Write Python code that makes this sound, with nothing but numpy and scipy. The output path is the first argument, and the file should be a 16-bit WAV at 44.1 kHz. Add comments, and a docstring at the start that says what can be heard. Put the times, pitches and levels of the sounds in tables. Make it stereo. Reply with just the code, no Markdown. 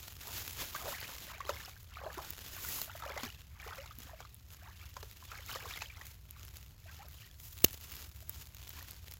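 """Dog wading in a creek, hand on the camera

A dog wades in a shallow creek a few metres away: swarms of ringing bubbles churn with each stride, crackling
spray swells together with it, with single plops and gliding gulps; the banks return a dull scatter.
A hand rubs on the camera's case (coloured noise and slips), ticks against it and once bumps it sharply,
ringing its body. A far rumble and the hush of the woods lie underneath, at two closely spaced microphone ports."""
import sys
import numpy as np
from scipy import signal
from scipy.fft import rfft, irfft, next_fast_len
from scipy.io import wavfile
from scipy.ndimage import uniform_filter1d, map_coordinates

SR = 44100
rng = np.random.default_rng(int(sys.argv[2]) if len(sys.argv) > 2 else 0)


def transcribe(signal):
    """Save signal, clipped to [-1, 1], as a 16-bit WAV file at the path in sys.argv[1]."""
    frames = np.atleast_2d(signal).T
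    limited = np.clip(frames, -1, 1)
    pcm = np.round(limited * 32767).astype(np.int16)
    wavfile.write(sys.argv[1], SR, pcm)


N = 405279
TOP_HZ = 15950  # band limit

# Spectrum of skin on the case. Each row: frequency in Hz, relative density in dB per Hz.
SKIN_SPECTRUM = [(60, 2), (200, 0.5), (330, -1), (550, -2.5), (1200, -0.5), (2000, -1.5), (3000, 1.5),
                 (5000, -0.5), (7000, 2), (9000, 2), (11500, -0.5), (13000, -1.5), (14500, 3),
                 (16000, -4.5)]


def amp(db):
    """Decibels to gain."""
    return 10 ** (np.asarray(db) / 20)


def unit(x):
    """Scale to rms 1."""
    return x / np.sqrt(np.mean(x ** 2) + 1e-20)


def along(points, hz):
    """Read (Hz, value) points on a log-frequency axis."""
    f, v = np.transpose(points)
    return np.interp(np.log(hz + 1), np.log(f + 1), v)


def curves(rows):
    """One value per sample for each column after the time in seconds."""
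    s, *cols = np.transpose(rows)
    sample_s = np.arange(N) / SR
    return [np.interp(sample_s, s, c) for c in cols]


def wobble(rate):
    """A smooth random curve, rate knots a second."""
    knots = rng.standard_normal(int(N * rate / SR) + 4)
    return map_coordinates(knots, [np.arange(N) * rate / SR])


def filtered(x, response):
    """Apply a response of frequency, padded by half a second."""
    m = next_fast_len(N + SR // 2)
    hz = np.fft.rfftfreq(m, 1 / SR)
    return irfft(rfft(x, m) * response(hz), m)[..., :N]


def coloured(x, spectrum):
    """Colour x up to the band limit; a white input keeps its power."""
    return filtered(x, lambda hz: unit(amp(along(spectrum, hz)) * (hz < TOP_HZ)))


def steadied(x, seconds):
    """Hold a grain stream near rms 1 over the given time, leaving its fast flicker."""
    size = max(int(seconds * SR), 8)
    power = np.abs(uniform_filter1d(uniform_filter1d(x ** 2, size), size))
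    return x / np.sqrt(power + 0.023 * power.mean())


def add(track, s, sound):
    """Mix a sound into a track at s seconds."""
    part = track[max(round(s * SR), 0):][:len(sound)]
    part += sound[:len(part)]


def crackle(rate, t60):
    """Random tiny noise bursts, rate a second, of overall rms 1: each starts at once and dies within milliseconds."""
    bursts = (rng.random(N) < rate / SR) * amp(-14 * rng.random(N))
    fade = amp(-60 * np.arange(SR // 50) / SR / t60)
    return unit(np.convolve(bursts, fade)[:N] * rng.choice([-1, 1], N))


def background(rumble_db=-54.0, air_db=-69.5):
    """A far rumble, barely wavering, and the faint hush of the woods: two coloured noises."""
    # Each row: frequency in Hz, relative density in dB per Hz.
    rumble_spectrum = [(20, -37), (35, -8), (50, -6), (65, 3.5), (82, 1.5), (100, -2), (125, -9),
                       (160, -14.5), (250, -30.5), (400, -40), (1000, -41), (3000, -78)]
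    air_spectrum = [(100, 14.5), (500, 2), (1500, -4), (5000, -5.5), (16000, -8)]
    rumble = coloured(rng.standard_normal(N), rumble_spectrum) * amp(rumble_db + 0.3 * wobble(2.78))
    return rumble + amp(air_db) * coloured(rng.standard_normal(N), air_spectrum)


def sliding():
    """Level dB and treble dB of the hand: each slide sets in, swells and dies away to the resting grip."""
    # Slides of the hand on the case. Each row: start in seconds, length in seconds, level in dB, extra treble in dB.
    slides = [(0, 0.11, -49, -0.5), (0.205, 0.084, -47, 0), (0.329, .09, -42.5, 0.5),
              (.46, 0.076, -44.5, 0.5), (0.595, 0.031, -37, -1), (0.679, .15, -44.5, 0.5),
              (0.873, 0.057, -41, 1), (1, 0.31, -47.5, -2), (1.482, 0.22, -51, -1), (1.78, 0.077, -61.5, 4),
              (2.138, 0.44, -49.5, -2), (2.533, .03, -50.5, 5), (2.617, .2, -44.5, 5),
              (2.958, 0.047, -51.5, 1), (3.21, 0.047, -48, -1.5), (3.393, 0.017, -53, -5),
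              (3.624, 0.17, -55.5, -1.5), (4.03, 0.021, -46.5, -3), (4.52, 0.027, -56, 1.5),
              (4.76, 0.86, -57, -1.5), (5.48, 0.058, -50, 4), (5.666, 0.034, -47.5, -0.5),
              (5.75, 0.055, -51, -1), (6.051, 0.039, -52, 3), (6.368, 0.26, -55.5, -1.5),
              (6.917, 0.077, -56.5, -3.5), (7.122, 0.14, -58.5, 1), (7.4, 0.16, -56.5, 8.5),
              (7.593, 0.15, -48.5, 0.5), (7.826, 0.24, -50.5, -0.5), (8.107, 0.14, -60.5, 3.5),
              (8.33, 0.11, -51.5, 0.5), (8.565, 0.4, -51.5, -1.5), (9.064, .08, -51.5, -2)]
    attack_s, release_s, drop_db = 0.06, 0.07, 13  # falls by drop_db over these times outside the slide
    arch_db = 2  # slower and quieter at both ends of a slide
    grip_db, uneven_db, uneven_rate = -64.5, 1.36, 17  # resting grip; wavering pressure, knots a second
    t = np.arange(0, N / SR, .002)
    power, bite = np.full(len(t), amp(grip_db) ** 2), np.zeros(len(t))
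    for s, length, db, treble_db in slides:
        outside = np.maximum((s - t) / attack_s, (t - s - length) / release_s).clip(0)
        off_centre = np.clip(2 * (t - s) / length - 1, -1, 1)
        slide = amp(db - arch_db * off_centre ** 2 - drop_db * outside) ** 2
        power = power + slide
        bite = bite + slide * treble_db
    level_db, bite_db = curves(np.column_stack([t, 10 * np.log10(power), bite / power]))
    return level_db + uneven_db * wobble(uneven_rate), bite_db


def rubbing(level_db, bite_db, grain_db=1.0, stutter_db=3.5, slip_db=-0.5):
    """Skin on plastic: a fine hiss when it slides fast, separate slips when it creeps."""
    creep = np.clip((-40.0 - level_db) / 12, .2, 1)
    flicker_db = grain_db * wobble(900) + stutter_db * wobble(110)
    hiss = rng.standard_normal(N) * amp(creep * flicker_db)
    slips = amp(slip_db) * creep * crackle(rate=85, t60=0.0066)
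    friction = steadied(coloured(unit(hiss) + slips, SKIN_SPECTRUM), 0.072)
    treble = filtered(friction, lambda hz: 1 - 1 / (1 + (hz / 6500) ** 4))
    return amp(level_db) * (friction + (amp(bite_db) - 1) * treble)


def swell(since, rise, fall):
    """Power of one push of water: it builds to 1 and settles again."""
    drop_db, curve = 13, 1.32  # quieter by this at the ends of rise and fall; roundness
    away = np.maximum(-since / max(rise, .01), since / max(fall, .01))
    return amp(-drop_db * np.minimum(np.abs(away), 9) ** curve) ** 2


def wading():
    """Slosh dB, spray dB and bubble pitch: as a leg ploughs deeper, the water grows louder and lower."""
    # A leg pushes through the water. Each row: time at its deepest in seconds, relative slosh level in dB,
    # build-up in seconds, settling in seconds, lowest centre pitch of the bubbles in Hz, relative spray level in dB.
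    strides = [(.28, -53.5, 0.071, 0.085, 600, -73), (.61, -48.5, 0.041, .06, 1570, -63),
               (.87, -45.5, 0.11, 0.11, 618, -58), (0.929, -46.5, 0.039, 0.056, 1330, -55),
               (1.019, -49, 0.074, 0.063, 1710, -52), (1.101, -54, 0.057, .08, 854, -77),
               (1.31, -49.5, 0.048, 0.11, 1550, -57.5), (1.5, -50.5, 0.12, 0.13, 846, -50.5),
               (1.62, -56.5, .06, .11, 1500, -54.5), (1.96, -56, .05, 0.044, 1780, -59.5),
               (2.07, -45.5, 0.11, .085, 648, -60.5), (2.19, -48.5, 0.045, .1, 775, -61),
               (2.58, -52.5, 0.054, 0.046, 1630, -60), (2.89, -56, .03, 0.072, 1130, -60),
               (3.08, -45, 0.1, .12, 877, -52.5), (3.18, -46.5, 0.038, 0.056, 1000, -57),
               (3.245, -49, 0.016, 0.061, 1190, -51), (3.699, -47, 0.109, .12, 1146, -58),
               (3.83, -61, .04, 0.16, 1210, -56.5), (4.1, -57.5, 0.087, 0.089, 1146, -74),
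               (4.21, -60, 0.027, 0.058, 990, -62), (4.68, -57, 0.1, .06, 1090, -64),
               (4.82, -61, .04, 0.069, 1600, -60.5), (4.99, -63, 0.054, 0.097, 1020, -81),
               (5.33, -51, .035, 0.12, 1320, -56.5), (5.52, -47.5, 0.047, 0.063, 1480, -48.5),
               (5.63, -51, .07, .11, 950, -58), (5.74, -52.5, .06, 0.07, 1704, -49),
               (5.825, -49, 0.024, .03, 1790, -54.5), (5.98, -59, 0.095, 0.14, 1380, -59),
               (6.37, -62, .05, .11, 1415, -71), (6.89, -59.5, 0.027, 0.085, 1550, -64),
               (7.02, -58.5, 0.061, 0.094, 970, -64), (7.22, -67, .05, 0.069, 1900, -59.5),
               (8.78, -54.5, 0.028, 0.058, 1350, -62)]
    lap_db, lap_hz, drip_db = -80, 1350, -85  # ripples and drips between strides
    shallow_hz = 2072  # centre pitch as the leg enters and leaves
    # spray swells together with each push and mostly settles a little slower
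    spray_lag_s, spray_rise_s, spray_fall_s = 0.005, 0.086, .11
    t = np.arange(0, N / SR, .002)
    churn, drops = np.full(len(t), amp(lap_db) ** 2), np.full(len(t), amp(drip_db) ** 2)
    octave = churn * np.log2(lap_hz)  # log pitch weighted by power
    for s, db, rise, fall, deep_hz, spray_db in strides:
        push = amp(db) ** 2 * swell(t - s, rise, fall)
        glide = np.interp(t - s, [-abs(rise), 0, abs(fall)], np.log2([shallow_hz, deep_hz, shallow_hz]))
        churn = churn + push
        octave = octave + push * glide
        drops = drops + amp(spray_db) ** 2 * swell(t - s - spray_lag_s, spray_rise_s, spray_fall_s)
    pitch_hz = 2 ** (octave / churn)
    return curves(np.column_stack([t, 10 * np.log10(churn), 10 * np.log10(drops), pitch_hz]))


def bubble(t, hz, t60, rise):
    """A trapped air pocket rings, its pitch rising as it nears the surface."""
    onset = 1 - np.exp(-t * hz * 0.74)
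    return onset * amp(-60 * t / t60) * np.sin(2 * np.pi * hz * t * (1 + rise * np.minimum(t / t60, 1) / 2))


def slosh(level_db, pitch_hz, count=9000, spread=0.452, cycles=21, size_db=5.5, rise=0.3):
    """A swarm of bubbles of random loudness, scattered around the given centre pitch."""
    start = rng.integers(0, N, count)
    hz = np.clip(pitch_hz[start] * np.exp(spread * rng.standard_normal(count)), 380, 6000)[:, None]
    t60 = np.clip(cycles / hz * np.exp(0.24 * rng.standard_normal((count, 1))), .003, .06)
    loudness = amp(size_db * np.minimum(rng.exponential(size=(count, 1)), 3))
    k = np.arange(SR // 45)
    grains = loudness * bubble(k / SR, hz, t60, rise) * (1 - (k / len(k)) ** 2)
    swarm = np.bincount((start[:, None] + k).ravel(), grains.ravel(), N)[:N]
    return amp(level_db) * steadied(swarm, 0.05)


def spray(level_db, drop_hz=3000, drops_db=-0.5, patter_db=-1):
    """Tiny droplets patter on the surface, some trapping a pinging bubble."""
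    # Each row: frequency in Hz, relative density in dB per Hz.
    spray_spectrum = [(300, -5.5), (1000, -12), (2500, -5), (4000, -0.5), (6000, -1), (9000, -4.5),
                      (16000, -7)]
    patter = crackle(rate=260, t60=.009) + .3 * rng.standard_normal(N)
    pings = slosh(level_db + drops_db, np.full(N, drop_hz), count=2000, spread=.3, cycles=38, size_db=6, rise=.12)
    return pings + amp(level_db + patter_db) * steadied(coloured(patter, spray_spectrum), 0.025)


def banks(x, t60=0.26, wet_db=-15):
    """The banks and trees return a thin, dull scatter, different at each port."""
    t = np.arange(SR // 2) / SR
    tail = rng.standard_normal((2, len(t))) * amp(-60 * t / t60) * (t > .006)
    echo = signal.fftconvolve(x[None], tail / np.linalg.norm(tail[0]), axes=1)[:, :N]
    return amp(wet_db) * filtered(echo, lambda hz: 1 / (1 + (hz / 3500) ** 2))


def ticks(snap_db=-4, scuff_db=-7):
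    """Noise bursts on the case: the briefest are thin bright snaps, longer ones scuff like the rubbing."""
    # Bright snaps and scuffs on the case; the loudest, at 7.6425 s, opens the bump.
    # Each row: start in seconds, relative level in dB, t60 in seconds.
    contacts = [(.2805, -25, .0025), (.478, -24, 0.017), (1.005, -28, 0.0037), (2.3057, -18.5, .0031),
                (2.6884, -21, 0.0028), (2.816, -20.5, 0.024), (3.987, -29, 0.004), (4.345, -31, 0.0027),
                (6.309, -30.5, 0.0052), (6.451, -32, 0.0041), (6.569, -33.5, 0.014), (7.085, -36, 0.0051),
                (7.6425, -2, 0.0029), (7.7307, -30, 0.0098), (7.922, -28, 0.0049), (7.956, -31, .0037),
                (8.2953, -13.5, 0.0026), (8.547, -35.5, 0.013), (8.693, -31, .0098), (8.9103, -27, 0.0037),
                (9.1128, -28, 0.0042), (9.1386, -29.5, 0.0051)]
    # Each row: frequency in Hz, relative density in dB per Hz.
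    snap_spectrum = [(100, -6), (1500, -25.5), (5000, -22), (8000, 2), (11000, 6), (14000, 1), (16000, 8)]
    snaps, scuffs, t = np.zeros(N), np.zeros(N), np.arange(SR // 20) / SR
    for s, db, t60 in contacts:
        burst = amp(db - 60 * t / max(t60, .001)) * rng.choice([-1, 1], len(t))
        drag = np.clip((t60 - .002) / 0.013, 0, 1)
        add(snaps, s, np.sqrt(1 - drag) * burst)
        add(scuffs, s, np.sqrt(drag) * burst)
    return amp(snap_db) * coloured(snaps, snap_spectrum) + amp(scuff_db) * coloured(scuffs, SKIN_SPECTRUM)


def plops(count=6, rise=0.11, scatter=0.422, wake_db=-9):
    """Each plop is a slap, one main bubble and a few smaller ones in its wake."""
    # Paws going in and drops falling back. Each row: start in seconds, relative level in dB,
    # starting bubble pitch in Hz, relative slap level in dB on top of the bubble's.
    entries = [(.748, -28, 1146, -14), (.761, -32.5, 1560, -16), (.856, -31.5, 510, -14),
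               (.878, -27, 572, -29), (1.027, -39.5, 1890, -5), (1.404, -29, 1100, -17.5),
               (1.492, -22, 563, -12.5), (1.602, -39, 1730, -22), (1.678, -40, 750, -18),
               (1.764, -47, 1570, -17), (1.969, -38, 1220, -28), (2.035, -34.5, 550, -25),
               (2.063, -27.5, 626, -38), (2.174, -29.5, 348, -21), (2.187, -32, 1030, -27),
               (2.646, -37, 1415, -19), (2.685, -39.5, 1860, -23), (2.785, -41, 1020, -22),
               (2.877, -41.5, 636, -16), (2.895, -37, 1390, -22), (2.951, -36.5, 653, -19),
               (3.023, -33, 1280, -23), (3.035, -33.5, 900, -16), (3.1, -33, 535, -26),
               (3.164, -30.5, 570, -24), (3.175, -34, 2000, -5), (3.232, -35, 1300, -2),
               (3.599, -42.5, 2250, -9.5), (3.78, -44.5, 567, -6), (3.858, -48, 1290, -2.5),
               (3.908, -40, 1216, -16), (4.203, -43.5, 760, -3), (4.25, -43.5, 1180, -12),
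               (4.966, -33.5, 1007, -9), (5.028, -41, 427, -4.5), (5.224, -43, 1000, -19),
               (5.316, -36.5, 1350, -12), (5.385, -41, 2150, -12), (5.493, -37, 1370, -11),
               (5.549, -35, 1160, -14), (5.557, -33, 523, -5.5), (5.655, -36, 1060, -22),
               (5.707, -39.5, 2320, -6.5), (5.773, -38, 2060, -8), (5.819, -32.5, 2570, -5),
               (5.9, -40, 2340, -27), (6.012, -39, 1890, -10)]
    # Each row: frequency in Hz, relative density in dB per Hz.
    slap_spectrum = [(200, -8), (500, 1), (1200, 8), (2200, -3), (4000, -1), (7000, 0.5), (16000, -15)]
    ring_s, ring_slope = 0.034, 0.13  # t60 at 1 kHz; higher bubbles die sooner by this power of pitch
    rings, slaps, t = np.zeros(N), np.zeros(N), np.arange(SR // 8) / SR
    slap_fade = amp(-60 * t / .035)
    for s, db, hz, slap_db in entries:
        t60 = ring_s * (1000 / hz) ** ring_slope
        add(rings, s, amp(db) * bubble(t, hz, t60, rise))
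        for late, detune in zip(rng.random(count), rng.standard_normal(count)):
            small_hz = np.clip(np.sqrt(hz * 1900) * np.exp(scatter * detune), 300, 6000)
            add(rings, s + .011 * late ** 2, amp(db + wake_db) * bubble(t, small_hz, 20 / small_hz, rise))
        add(slaps, s + 0.001008, amp(db + slap_db + 1.5) * slap_fade * rng.standard_normal(len(t)))
    return rings + coloured(slaps, slap_spectrum)


def gulps(flutter=0.47, gulp_db=-2):
    """A hollow in the water swells up, glides in pitch as it changes shape, and closes."""
    # Hollows closing behind a leg. Each row: start in seconds, relative level in dB, start pitch in Hz,
    # end pitch in Hz, length in seconds.
    hollows = [(3.231, -42, 250, 223, 0.045), (3.779, -43, 518, 670, 0.064), (3.982, -50, 235, 270, 0.033),
               (4.048, -56, 250, 330, 0.031), (4.133, -43, 675, 555, 0.021), (4.623, -52, 635, 1450, 0.031),
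               (4.68, -43, 863, 1456, 0.022), (6.856, -52, 673, 630, 0.026), (6.88, -50, 1530, 1650, 0.039),
               (6.993, -47.5, 760, 1180, 0.065), (8.224, -57, 660, 655, 0.017)]
    track = np.zeros(N)
    for s, db, start_hz, end_hz, length in hollows:
        u = np.linspace(0, 1, max(int(length * SR), 64))
        phase = 2 * np.pi * np.cumsum(start_hz * (end_hz / start_hz) ** u ** 1.4) / SR
        envelope = (1 - np.exp(-u / 0.037)) * (1 - u)
        add(track, s, amp(db + gulp_db) * envelope * np.sin(phase))
    return track * (1 + flutter * wobble(130))


def knocks():
    """The bump cracks against the case (noise) and thumps the camera body (decaying modes)."""
    # The crack and thump of the bump, just after its opening snap. Each row: start in seconds,
    # relative crack level in dB, crack t60 in seconds, relative thump level in dB.
    bump = [(7.644, -18, 0.017, -12.5), (7.6458, -8.5, .014, -25.5)]
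    # Modes of the camera body. Each row: frequency in Hz, relative level in dB, t60 in seconds.
    body_modes = [(86, -19.5, 0.1), (255, -11, 0.016), (357, 0, 0.014), (634, -18, 0.019)]
    # Each row: frequency in Hz, relative density in dB per Hz.
    crack_spectrum = [(100, -34), (1100, -24), (1900, -8), (2700, -1), (4000, -0.5), (5500, 0), (8000, 3),
                      (11500, -0.5), (13200, -5), (14600, 14), (16000, -15)]
    cracks, thumps, t = np.zeros(N), np.zeros(N), np.arange(SR // 8) / SR
    ring = sum(amp(db - 60 * t / t60) * np.sin(2 * np.pi * hz * t) for hz, db, t60 in body_modes)
    for s, crack_db, t60, thump_db in bump:
        add(cracks, s, amp(crack_db - 60 * t / t60) * rng.choice([-1, 1], len(t)))
        add(thumps, s, amp(thump_db) * ring)
    # the microphone does not follow the body's slowest motion
    highpass = signal.butter(2, 65, "highpass", fs=SR, output="sos")
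    return coloured(cracks, crack_spectrum) + signal.sosfilt(highpass, thumps)


def ports(shared, stray):
    """Both ports get the shared sound, with a phase shift across the case; stray noise differs between them."""
    # Each row: frequency in Hz, phase lead of the left in radians.
    port_phase = [(20, 0), (2300, 0), (3100, .52), (5250, .35), (5700, -1.6), (6800, -.75), (7600, -2.2),
                  (8050, -2.3), (8700, -3.14), (11000, -4.6), (13500, -6.2), (16000, -6.7)]
    # Each row: frequency in Hz, likeness of the ports 0-1 (for equally strong shared and stray sound).
    port_alike = [(100, 0.96), (300, 0.91), (750, 0.29), (1800, 1), (4000, 0.96), (5700, 0.86),
                  (7600, 0.83), (8700, 1), (11000, 0.59), (14000, 1)]
    # Each row: frequency in Hz, left minus right gain in dB.
    port_balance = [(100, .8), (330, 1.3), (560, 3), (900, 1.4), (1400, 0.5), (2400, -0.16)]
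    sign = np.array([[1], [-1]])

    def turn(hz):
        """Mixing angle in radians from the likeness."""
        return np.arccos(np.clip(along(port_alike, hz), 0, 1)) / 2

    def across(hz):
        """Half the phase and level difference to each port, with opposite signs."""
        return np.exp(.5j * sign * along(port_phase, hz)) * amp(sign * along(port_balance, hz) / 2)

    common = filtered(shared, lambda hz: np.cos(turn(hz)))
    differing = filtered(stray, lambda hz: np.sin(turn(hz)))
    return filtered(common + sign * differing, across)


def scene(churn_db=-1.5, gurgle_db=-5, plop_db=1):
    """The creek, the hand on the camera and the woods."""
    slosh_db, spray_db, pitch_hz = wading()
    hand_db, bite_db = sliding()
    churn = slosh(slosh_db + churn_db, pitch_hz)
    # fewer bubbles that ring on longer than the churn around them
    gurgle = slosh(slosh_db + gurgle_db, pitch_hz, count=1100, spread=0.344, cycles=53, size_db=5.5, rise=0.35)
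    water = churn + gurgle + spray(spray_db) + amp(plop_db) * plops() + gulps()
    shared = water + rubbing(hand_db, bite_db) + ticks() + knocks() + background()
    stray = rubbing(hand_db, bite_db) + background() + spray(spray_db)
    return ports(shared, stray) + banks(water)


def record(dry):
    """The camera keeps nothing above its band limit."""
    return filtered(dry, lambda hz: hz < TOP_HZ)


dry = scene()
out = record(dry)
transcribe(out)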